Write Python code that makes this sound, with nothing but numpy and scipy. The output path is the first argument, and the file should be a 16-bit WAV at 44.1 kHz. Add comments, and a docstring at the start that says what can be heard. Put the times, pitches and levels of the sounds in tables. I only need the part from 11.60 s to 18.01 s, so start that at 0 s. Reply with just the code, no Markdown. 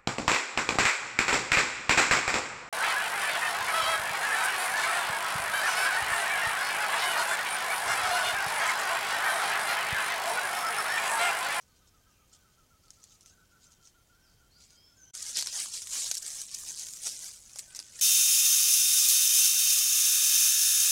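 """Birds on a forest floor

Little birds scratch in dry leaves while one bird hoots and others whistle and pipe far off,
over a thin high tone, probably insects or frogs. The sound dips for a moment, then a large bird
walks past close by and moves away. Its steps crush leaves (thousands of tiny breaks), snap twigs
and press the ground; its wings puff air. A faint hiss and a low hum lie underneath."""
import sys
import numpy as np
from scipy import signal
from scipy.fft import rfft, irfft, next_fast_len
from scipy.io import wavfile
from scipy.ndimage import uniform_filter1d, map_coordinates

SR = 44100
rng = np.random.default_rng(int(sys.argv[2]) if len(sys.argv) > 2 else 0)


def store_wav(level_fs):
    """Save 16-bit WAV to argv[1]."""
    pcm = np.round(np.clip(np.atleast_2d(level_fs), -1, 1) * 32767)
    wavfile.write(sys.argv[1], SR, pcm.T.astype(np.int16))


N = 282662
LEAF_HZ, TOP_HZ = 6400, 15900  # where dry leaves ring; the highest pitch kept


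def large_bird(span_s=(3.535, 6.41), settle_db=-44.5, fade_db_per_s=4, swish_db=-39):
    """Each stride crushes leaves: weight adds low crunch, brittle leaves trade midrange for treble."""
    # Pushes through the leaves: start_s, hold_s, level_db, weight_db (crunch), crisp_db (treble)
    strides = [(3.58, 0.083, -44, -16, -23.5), (3.68, 0.031, -40, -16.5, -21),
               (3.774, 0.019, -31, -20, -32.5), (3.875, 0.021, -44, -10.5, -33),
               (3.956, 0.078, -33.5, -18, -22.5), (4.14, 0.038, -36.5, -21, -25),
               (4.221, 0.0057, -39, -18.5, -19), (4.329, 0.056, -33.5, -19, -20.5),
               (4.403, 0.078, -34.5, -21, -23), (4.642, 0.084, -42, -17, -18),
               (4.753, 0.055, -39, -19.5, -18.5), (4.923, 0.03, -43.5, -18, -25),
               (4.984, 0.044, -42.5, -17.5, -13), (5.074, 0.034, -38.5, -20, -18),
               (5.174, 0.051, -41, -18.5, -21.5), (5.266, 0.1, -45, -22, -13),
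               (5.442, 0.1, -39.5, -20, -20), (5.464, 0.015, -32.5, -20.5, -20),
               (5.619, 0.057, -40.5, -18.5, -17.5), (5.733, 0.039, -52, -17.5, -17),
               (5.976, 0.024, -48, -15, -18), (6.164, 0.013, -50.5, -10.5, -24),
               (6.37, 0.16, -48, -13.5, -22)]
    # Tone colour of crushed leaves: frequency_hz, level_db
    leaf_colour = [(100, -29.5), (400, -23), (900, -22), (1600, -16.5), (2800, -14), (4200, -9.5),
                   (6400, -3), (8800, -2.5), (11000, -6), (13000, -11), (15800, -14.5)]
    pushes = strokes(strides, rise_s=0.04, fall_s=0.051)
    # Trodden leaves keep settling, ever farther away.
    settling = amp(settle_db - fade_db_per_s * (np.arange(N) / SR - span_s[0]))
    level_db = 10 * np.log10(pushes.sum(0) + settling ** 2)
    weight_db, crisp_db = np.transpose(strides)[3:] @ pushes / pushes.sum(0)  # strong pushes count most
    sparse = leaf_breaks(span_s, per_s=2800, spread_db=3.0, fade_s=0.0046, ring=0.67)
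    dense = leaf_breaks(span_s, per_s=7000, spread_db=2.5, fade_s=0.0024, ring=0.54)
    swish = 1 / (1 + np.exp((swish_db - level_db) / 5))  # under a hard push the breaks merge
    breaks = np.sqrt(1 - swish) * sparse + np.sqrt(swish) * dense
    leaves = leaf_ring(coloured(patchy(breaks, depth_db=2.8, size=2 ** 9), leaf_colour))
    below_low, below_mid, below_high = [filtered(leaves, lambda hz: 1 / (1 + (hz / edge_hz) ** 8))
                                        for edge_hz in (2600, 5000, 10500)]
    crunch = amp(weight_db) * patchy(below_low, depth_db=8, size=2 ** 10)
    midrange = amp(-20.5 - 0.56 * crisp_db) * unit(below_mid - below_low)
    crackle = amp(-0.64) * unit(below_high - below_mid)
    fizz = amp(crisp_db) * unit(leaves - below_high)
    return amp(level_db) * unit_during(crunch + midrange + crackle + fizz, span_s)


def twig_snaps(crack_s=0.0026, splinter_s=0.059, ring_s=0.0052, knock_s=0.011):
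    """A break cracks, rings the twig briefly, knocks the ground and trails off in splinters."""
    # Twigs and stiff leaves breaking: start_s, peak_db (before the echo), pitch_hz
    snaps = [(1.2825, -47, 4500), (1.3052, -34, 6430), (1.4397, -36.5, 7200), (1.6092, -42, 5660),
             (1.66, -39.5, 6450), (3.105, -46, 6770), (3.5511, -23, 6140), (3.7625, -24.5, 4370),
             (3.771, -14, 7900), (3.788, -17.5, 5700), (3.81, -21, 7200), (3.8243, -15.5, 4380),
             (3.8603, -23.5, 6170), (3.8715, -15.5, 5400), (3.9295, -28.5, 4460), (4.001, -20, 8100),
             (4.2715, -26, 6760), (4.5134, -13, 6320), (4.517, -21, 6640), (4.5523, -17.5, 7600),
             (4.5698, -20, 5600), (4.664, -23, 8900), (4.677, -25, 7650), (4.6805, -23.5, 8060),
             (4.704, -27, 6680), (4.8165, -20.5, 6770), (4.961, -37, 6500), (4.986, -29.5, 7700),
             (5.2684, -27.5, 7400), (5.2856, -29, 6940), (5.3358, -25.5, 6970), (5.4697, -23.5, 6770),
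             (5.959, -28.5, 5600), (5.987, -24.5, 7300), (5.992, -21.5, 7630), (6.149, -28.5, 5400),
             (6.191, -22, 5220), (6.2, -25, 4830), (6.2264, -36.5, 4900)]
    # Tone colour of the crack: frequency_hz, level_db
    crack_colour = [(300, -54), (1500, -12), (3000, -5), (5500, 3.5), (8500, 2), (12000, -8), (16000, -29)]
    # Tone colour of packed leaves and ground: frequency_hz, level_db
    knock_colour = [(100, -28), (250, -2.5), (480, -2.5), (1500, 7.5), (3000, -12), (8000, -49)]
    track, t = np.zeros(N), np.arange(2 ** 11) / SR
    rise = 1 - np.exp(-t / 0.00086)
    for start_s, peak_db, pitch_hz in snaps:
        crack_noise, knock_noise = rng.standard_normal((2, len(t)))
        splinters = amp(-29) * fade(t, splinter_s)
        crack = coloured(crack_noise * rise * (fade(t, crack_s) + splinters), crack_colour)
        twig = unit(np.sin(2 * np.pi * pitch_hz * t) * rise * fade(t, ring_s))
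        knock = coloured(knock_noise * rise * fade(t, knock_s), knock_colour)
        knock_db = -22.5 + 15 * np.log2(LEAF_HZ / pitch_hz)  # thick twigs ring lower and knock harder
        snap = crack + twig + amp(knock_db) * knock
        add(track, start_s, amp(peak_db) * snap / np.abs(snap).max())
    return forest_echo(track, fade_s=0.061, echo_db=-11, size=2 ** 12)


def leaf_crumples():
    """A dry leaf caves in all at once, in a tight cluster of ticks."""
    # Single leaves collapsing: start_s, length_s, level_db
    crumples = [(3.62, 0.013, -34), (4.534, 0.022, -34.5), (4.566, 0.026, -32), (4.618, 0.017, -36),
                (4.94, 0.014, -32), (5.189, 0.015, -35), (5.428, 0.015, -38), (5.987, 0.017, -37.5),
                (6.153, 0.023, -38.5), (6.388, 0.015, -38.5)]
    return crushes([(*row, LEAF_HZ) for row in crumples], octaves=0.74, rough_db=-0.5)


def footfalls():
    """A foot presses the deeper leaves, which give way with a dull, hollow crunch."""
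    # The large bird's weight coming down: start_s, length_s, level_db, pitch_hz
    steps = [(3.76, 0.048, -61, 460), (3.945, 0.056, -60.5, 690), (4.055, 0.0085, -50.5, 1160),
             (4.335, 0.048, -51, 1750), (4.365, 0.045, -62.5, 400), (4.4, .09, -65, 613),
             (4.487, 0.022, -60, 111), (4.509, .011, -48.5, 505), (5.445, 0.057, -57, 600),
             (5.63, 0.048, -75, 600), (5.955, .012, -56, 660)]
    return crushes(steps, octaves=0.88, rough_db=2.5)


def wing_puffs():
    """Body and wings push a soft, low puff of air each time the large bird hops away."""
    # Puffs of air: start_s, hold_s, level_db
    puffs = [(4.96, 0.14, -67.5), (5.17, 0.15, -70), (5.44, 0.082, -71)]
    # Tone colour of a puff: frequency_hz, level_db
    puff_colour = [(30, -6.5), (170, -5), (1200, -33)]
    level = np.sqrt(strokes(puffs, rise_s=0.039, fall_s=0.056).sum(0))
    return level * coloured(rng.standard_normal(N), puff_colour)


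def small_birds(span_s=(0, 3.51), stir_db=-74):
    """Light feet and beaks turn over leaves a few metres away, with faint stirring in between."""
    # Quick little scratches: start_s, hold_s, level_db
    scratches = [(0, 0.013, -65), (.163, 0.012, -67.5), (.265, 0.023, -69.5), (.695, 0.006, -69),
                 (.73, 0.024, -60), (1.24, 0.021, -67), (1.325, 0.09, -66), (1.46, .09, -62.5),
                 (1.615, 0.011, -62), (1.67, 0.041, -62), (2.025, 0.032, -61), (2.11, 0.022, -62.5),
                 (2.235, 0.036, -61), (3.008, 0.029, -55.5), (3.095, 0.032, -59.5)]
    # Tone colour of distant leaves: frequency_hz, level_db
    leaf_colour = [(1000, -40), (2500, -15.5), (4500, -6.5), (6500, -1), (9000, -11), (12000, -23.5),
                   (15800, -39)]
    level = np.sqrt(strokes(scratches, rise_s=0.027, fall_s=0.054).sum(0) + amp(stir_db) ** 2)
    breaks = leaf_breaks(span_s, per_s=1100, spread_db=2.0, fade_s=0.0031, ring=0.6)
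    flicker = amp(1.34 * wobble(60))
    rustle = forest_echo(breaks * flicker, fade_s=0.039, echo_db=0, size=2 ** 11)
    return level * unit_during(coloured(rustle, leaf_colour), span_s)


def hooting_bird(count=24, hump_s=0.046, base_hz=1307, climb_hz_per_s=55, effort_hz_per_db=8):
    """A nearby bird sings two-humped hoots that slow down and climb; louder hoots are higher."""
    # The singer's effort, in swells: time_s, level_db
    effort = [(.1, -74), (.4, -69.5), (.75, -72), (1.15, -67), (1.53, -75.5), (1.9, -67.5), (2.12, -71.5),
              (2.5, -67.5), (2.68, -76.5), (2.85, -71.5)]
    song, number = np.zeros(N), np.arange(count)
    times = 0.1 + 0.1263 * number + 0.000024 * number ** 3  # the gaps lengthen, ever faster
    levels = np.interp(times, *np.transpose(effort))
    pitches = base_hz + climb_hz_per_s * times + effort_hz_per_db * (levels - levels.mean())
    humps = np.arange(-0.6 * hump_s, 1.5 * hump_s, 1 / SR) / hump_s  # 0 at the first hump, 1 at the next
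    late = np.maximum(humps, 0)
    pitch_dip = 1 - 0.0632 * np.sin(np.pi * humps) ** 2
    for time_s, hz, db in zip(times, pitches, levels):
        # The second hump is lower and weaker, less so as the song goes on.
        pitch_hz = hz * (0.925 + 0.0168 * time_s) ** late * pitch_dip
        swell = amp(db + (-8 + 1.5 * time_s) * late) * signal.windows.tukey(len(humps), 0.4)
        add(song, time_s + humps[0] * hump_s, swell * tone(pitch_hz, waver=0.0027))
    return forest_echo(song, fade_s=0.2, echo_db=-11, size=2 ** 14)


def whistling_birds():
    """Far-off birds sing sliding whistles, heard mostly by their echo."""
    # Whistles: start_s, length_s, start_hz, end_hz, level_db, bend (above 0 slides early, below 0 late)
    whistles = [(0, 0.31, 5100, 3300, -79, .6), (0.48, 0.12, 3060, 2250, -76, 1),
                (2.6, 0.11, 6050, 4260, -68.5, 1), (2.897, 0.1, 3930, 5000, -62, 2),
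                (3.12, .22, 3900, 5290, -62, 7), (3.11, .19, 3170, 3600, -71, -3.5),
                (3.36, 0.165, 7360, 5990, -56, 6.5), (3.435, .06, 2870, 3270, -69, 1)]
    track = np.zeros(N)
    for start_s, length_s, start_hz, end_hz, level_db, bend in whistles:
        add(track, start_s, amp(level_db) * note(length_s, start_hz, end_hz, waver=0.006, bend=bend))
    return forest_echo(track, fade_s=0.62, echo_db=7, size=2 ** 13)


def far_calls(waver_hz=36):
    """Far-off birds pipe short notes over a thin, steady high tone, probably insects or frogs."""
    # Short notes and long tones: start_s, length_s, pitch_hz, level_db
    notes = [(0, 0.31, 1500, -77.5), (.4, 0.091, 1570, -73), (.715, 0.15, 1495, -72), (0, 1.3, 3137, -83),
             (1.689, 0.12, 1508, -69), (1.9, 0.11, 1520, -70), (2.531, 0.14, 1519, -70),
             (1.7, 1.6, 3150, -82), (2.92, 0.3, 2280, -80), (3.359, 0.099, 1520, -68),
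             (6.061, 0.09, 1545, -63)]
    track = np.zeros(N)
    for start_s, length_s, hz, level_db in notes:
        add(track, start_s, amp(level_db) * note(length_s, hz, hz, waver=waver_hz / hz))
    return forest_echo(track, fade_s=1.0, echo_db=1, size=2 ** 14)


def background(air_db=-66.5, hum_db=-79.5, hum_hz=90):
    """Faint forest air and hiss, with a low electrical hum."""
    # Tone colour of the steady air and hiss: frequency_hz, level_db
    air_colour = [(12, -36), (20, 0), (93, -1.5), (340, -13.5), (1050, -20), (1350, -21), (1650, -22.5),
                  (3040, -22.5), (15800, -27)]
    hum = amp(hum_db) * np.sin(2 * np.pi * hum_hz * np.arange(N) / SR)
    return amp(air_db) * coloured(rng.standard_normal(N), air_colour) + hum


def leaf_breaks(span_s, per_s, spread_db, fade_s, ring):
    """Many tiny breaks, each a tick and a short ring at its own pitch, a few much louder than most."""
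    start_s, end_s = span_s
    length_s = end_s - start_s
    count, t = int(per_s * length_s), np.arange(2 ** 7) / SR
    when, pitch, smallness, life = rng.random((count, 4)).T[..., None]
    decay = fade(t, fade_s * 2 ** (2 * life - 1))
    rings = ring * np.sin(2 * np.pi * TOP_HZ * pitch * t) * decay
    ticks = rng.standard_normal((count, len(t))) * decay ** 2
    gain = amp(-spread_db * np.log(np.maximum(smallness, 0.01)))
    places = ((start_s + when * length_s) * SR).astype(int) + np.arange(len(t))
    track = np.bincount(places.ravel(), (gain * (rings + ticks)).ravel(), N)[:N]
    return unit(track) * np.sqrt(length_s * SR / N)


def strokes(rows, rise_s, fall_s):
    """Each stroke's power over time: it builds, holds and dies away; short ones have sharper edges."""
    start_s, hold_s, level_db = np.transpose(rows)[:3, :, None]
    t = np.arange(N) / SR - start_s
    outside = np.maximum(-t, 0) / rise_s + np.maximum(t - hold_s, 0) / fall_s
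    stretch = np.sqrt(hold_s / 0.1)  # rise_s and fall_s apply to a stroke held for 0.1 s
    return amp(level_db) ** 2 * np.exp(-2 * np.minimum(outside / stretch, 20))


def crushes(rows, octaves, rough_db):
    """Short, rough bursts that swell and fade, each ringing around its own pitch."""
    track = np.zeros(N)
    for start_s, length_s, level_db, pitch_hz in rows:
        size = int(length_s * SR)
        ticks = rng.standard_normal(size) * amp(rough_db * wobble(pitch_hz / 4, size))
        body = unit(filtered(ticks, lambda hz: resonance(hz, pitch_hz, octaves) ** 2))
        add(track, start_s, amp(level_db) * body * signal.windows.hann(size))
    return track


def leaf_ring(x, boost_db=6):
    """The leaves ring at a pitch that wanders as one after another is pressed."""
    wander_hz = LEAF_HZ * 2 ** (0.21 * wobble(45))
    hz, times, spectrum = signal.stft(x, SR, nperseg=2 ** 8)
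    centre_hz = np.interp(times * SR, np.arange(N), wander_hz)
    boost = amp(boost_db * resonance(hz[:, None], centre_hz, octaves=0.19))
    return unit(signal.istft(spectrum * boost)[1][:N])


def patchy(x, depth_db, size):
    """Narrow bands of pitch briefly swell and drop out, giving a hollow, patchy sound."""
    spectrum = signal.stft(x, nperseg=size)[2]
    patches = uniform_filter1d(rng.standard_normal(spectrum.shape), size=3, axis=0)  # smooth over pitch
    patches = uniform_filter1d(patches, size=4, axis=1)  # and over time
    gain = amp(depth_db * np.minimum(unit(patches), 1))
    return unit(signal.istft(spectrum * gain, nperseg=size)[1][:N])


def note(length_s, start_hz, end_hz, waver, bend=1):
    """A tone that swells and fades while it slides from start_hz to end_hz."""
    progress = np.linspace(0, 1, int(length_s * SR))
    slide = np.expm1(-bend * progress) / np.expm1(-bend)
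    return tone(start_hz + (end_hz - start_hz) * slide, waver) * np.sin(np.pi * progress) ** 0.5


def tone(hz, waver):
    """A pure tone following the pitches in hz, unsteady by the fraction waver."""
    unsteady_hz = hz * (1 + waver * wobble(90, len(hz)))
    return np.sqrt(2) * np.sin(2 * np.pi * np.cumsum(unsteady_hz) / SR)


def forest_echo(x, fade_s, echo_db, size):
    """Trunks and bushes scatter the sound; birds move, so each piece of size samples gets a new echo."""
    decay = fade(np.arange(int(fade_s * SR)) / SR, fade_s)
    window, echo = signal.windows.cosine(size), np.zeros(N)
    for start in range(0, N - size, size // 2):
        piece = x[start:start + size] * window
        if piece.any():
            tail = rng.standard_normal(len(decay)) * decay
            add(echo, start / SR, signal.fftconvolve(piece, tail / np.sqrt(np.sum(tail ** 2))))
    return (x + amp(echo_db) * echo) / np.hypot(1, amp(echo_db))


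def resonance(hz, centre_hz, octaves):
    """A bell-shaped band around a centre pitch, 1 at its top."""
    return 1 / (1 + (np.log2((hz + 1) / centre_hz) / octaves) ** 2)


def coloured(x, colour):
    """Shape x by (frequency_hz, level_db) points, then scale it to average level 1."""
    points_hz, points_db = np.transpose(colour)
    return unit(filtered(x, lambda hz: amp(np.interp(np.log(hz + 1), np.log(points_hz), points_db))))


def filtered(x, gain_at):
    """Turn each frequency of x up or down by gain_at(hz)."""
    size = next_fast_len(len(x) + 2 ** 12)
    return irfft(rfft(x, size) * gain_at(np.fft.rfftfreq(size, 1 / SR)), size)[:len(x)]


def wobble(per_s, size=N):
    """A smooth curve through per_s random points a second."""
    points = rng.standard_normal(int(size * per_s / SR) + 4)
    return map_coordinates(points, [np.arange(size) * per_s / SR])


def fade(t, fade_s):
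    """A gain that falls by 60 dB in fade_s seconds."""
    return amp(-60 * t / fade_s)


def amp(db):
    """Decibels to gain."""
    return 10 ** (np.asarray(db) / 20)


def unit(x):
    """Scale to an average (rms) level of 1."""
    return x / np.sqrt(np.mean(x ** 2) + 1e-20)


def unit_during(x, span_s):
    """Scale to an average (rms) level of 1 within a span of time."""
    start_s, end_s = span_s
    return x / np.sqrt(np.mean(x[int(start_s * SR):int(end_s * SR)] ** 2) + 1e-20)


def add(track, start_s, sound):
    """Mix a sound into the track at start_s."""
    start = int(np.clip(round(start_s * SR), 0, N))
    track[start:start + len(sound)] += sound[:N - start]


def scene():
    """Ground sounds, calls and background, mixed into one channel."""
    ground = large_bird() + twig_snaps() + leaf_crumples() + footfalls() + wing_puffs() + small_birds()
    calls = hooting_bird() + whistling_birds() + far_calls()
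    return (ground + calls + background())[None]


def record(dry):
    """The level dips briefly, and everything above TOP_HZ is cut."""
    # A short dip in the whole sound: time_s, gain_db
    dip = [(3.508, 0), (3.517, -35), (3.53, -35), (3.54, 0)]
    gain_db = np.interp(np.arange(N) / SR, *np.transpose(dip))
    return filtered(dry[0] * amp(gain_db), lambda hz: hz < TOP_HZ)[None]


dry = scene()
out = record(dry)
store_wav(out)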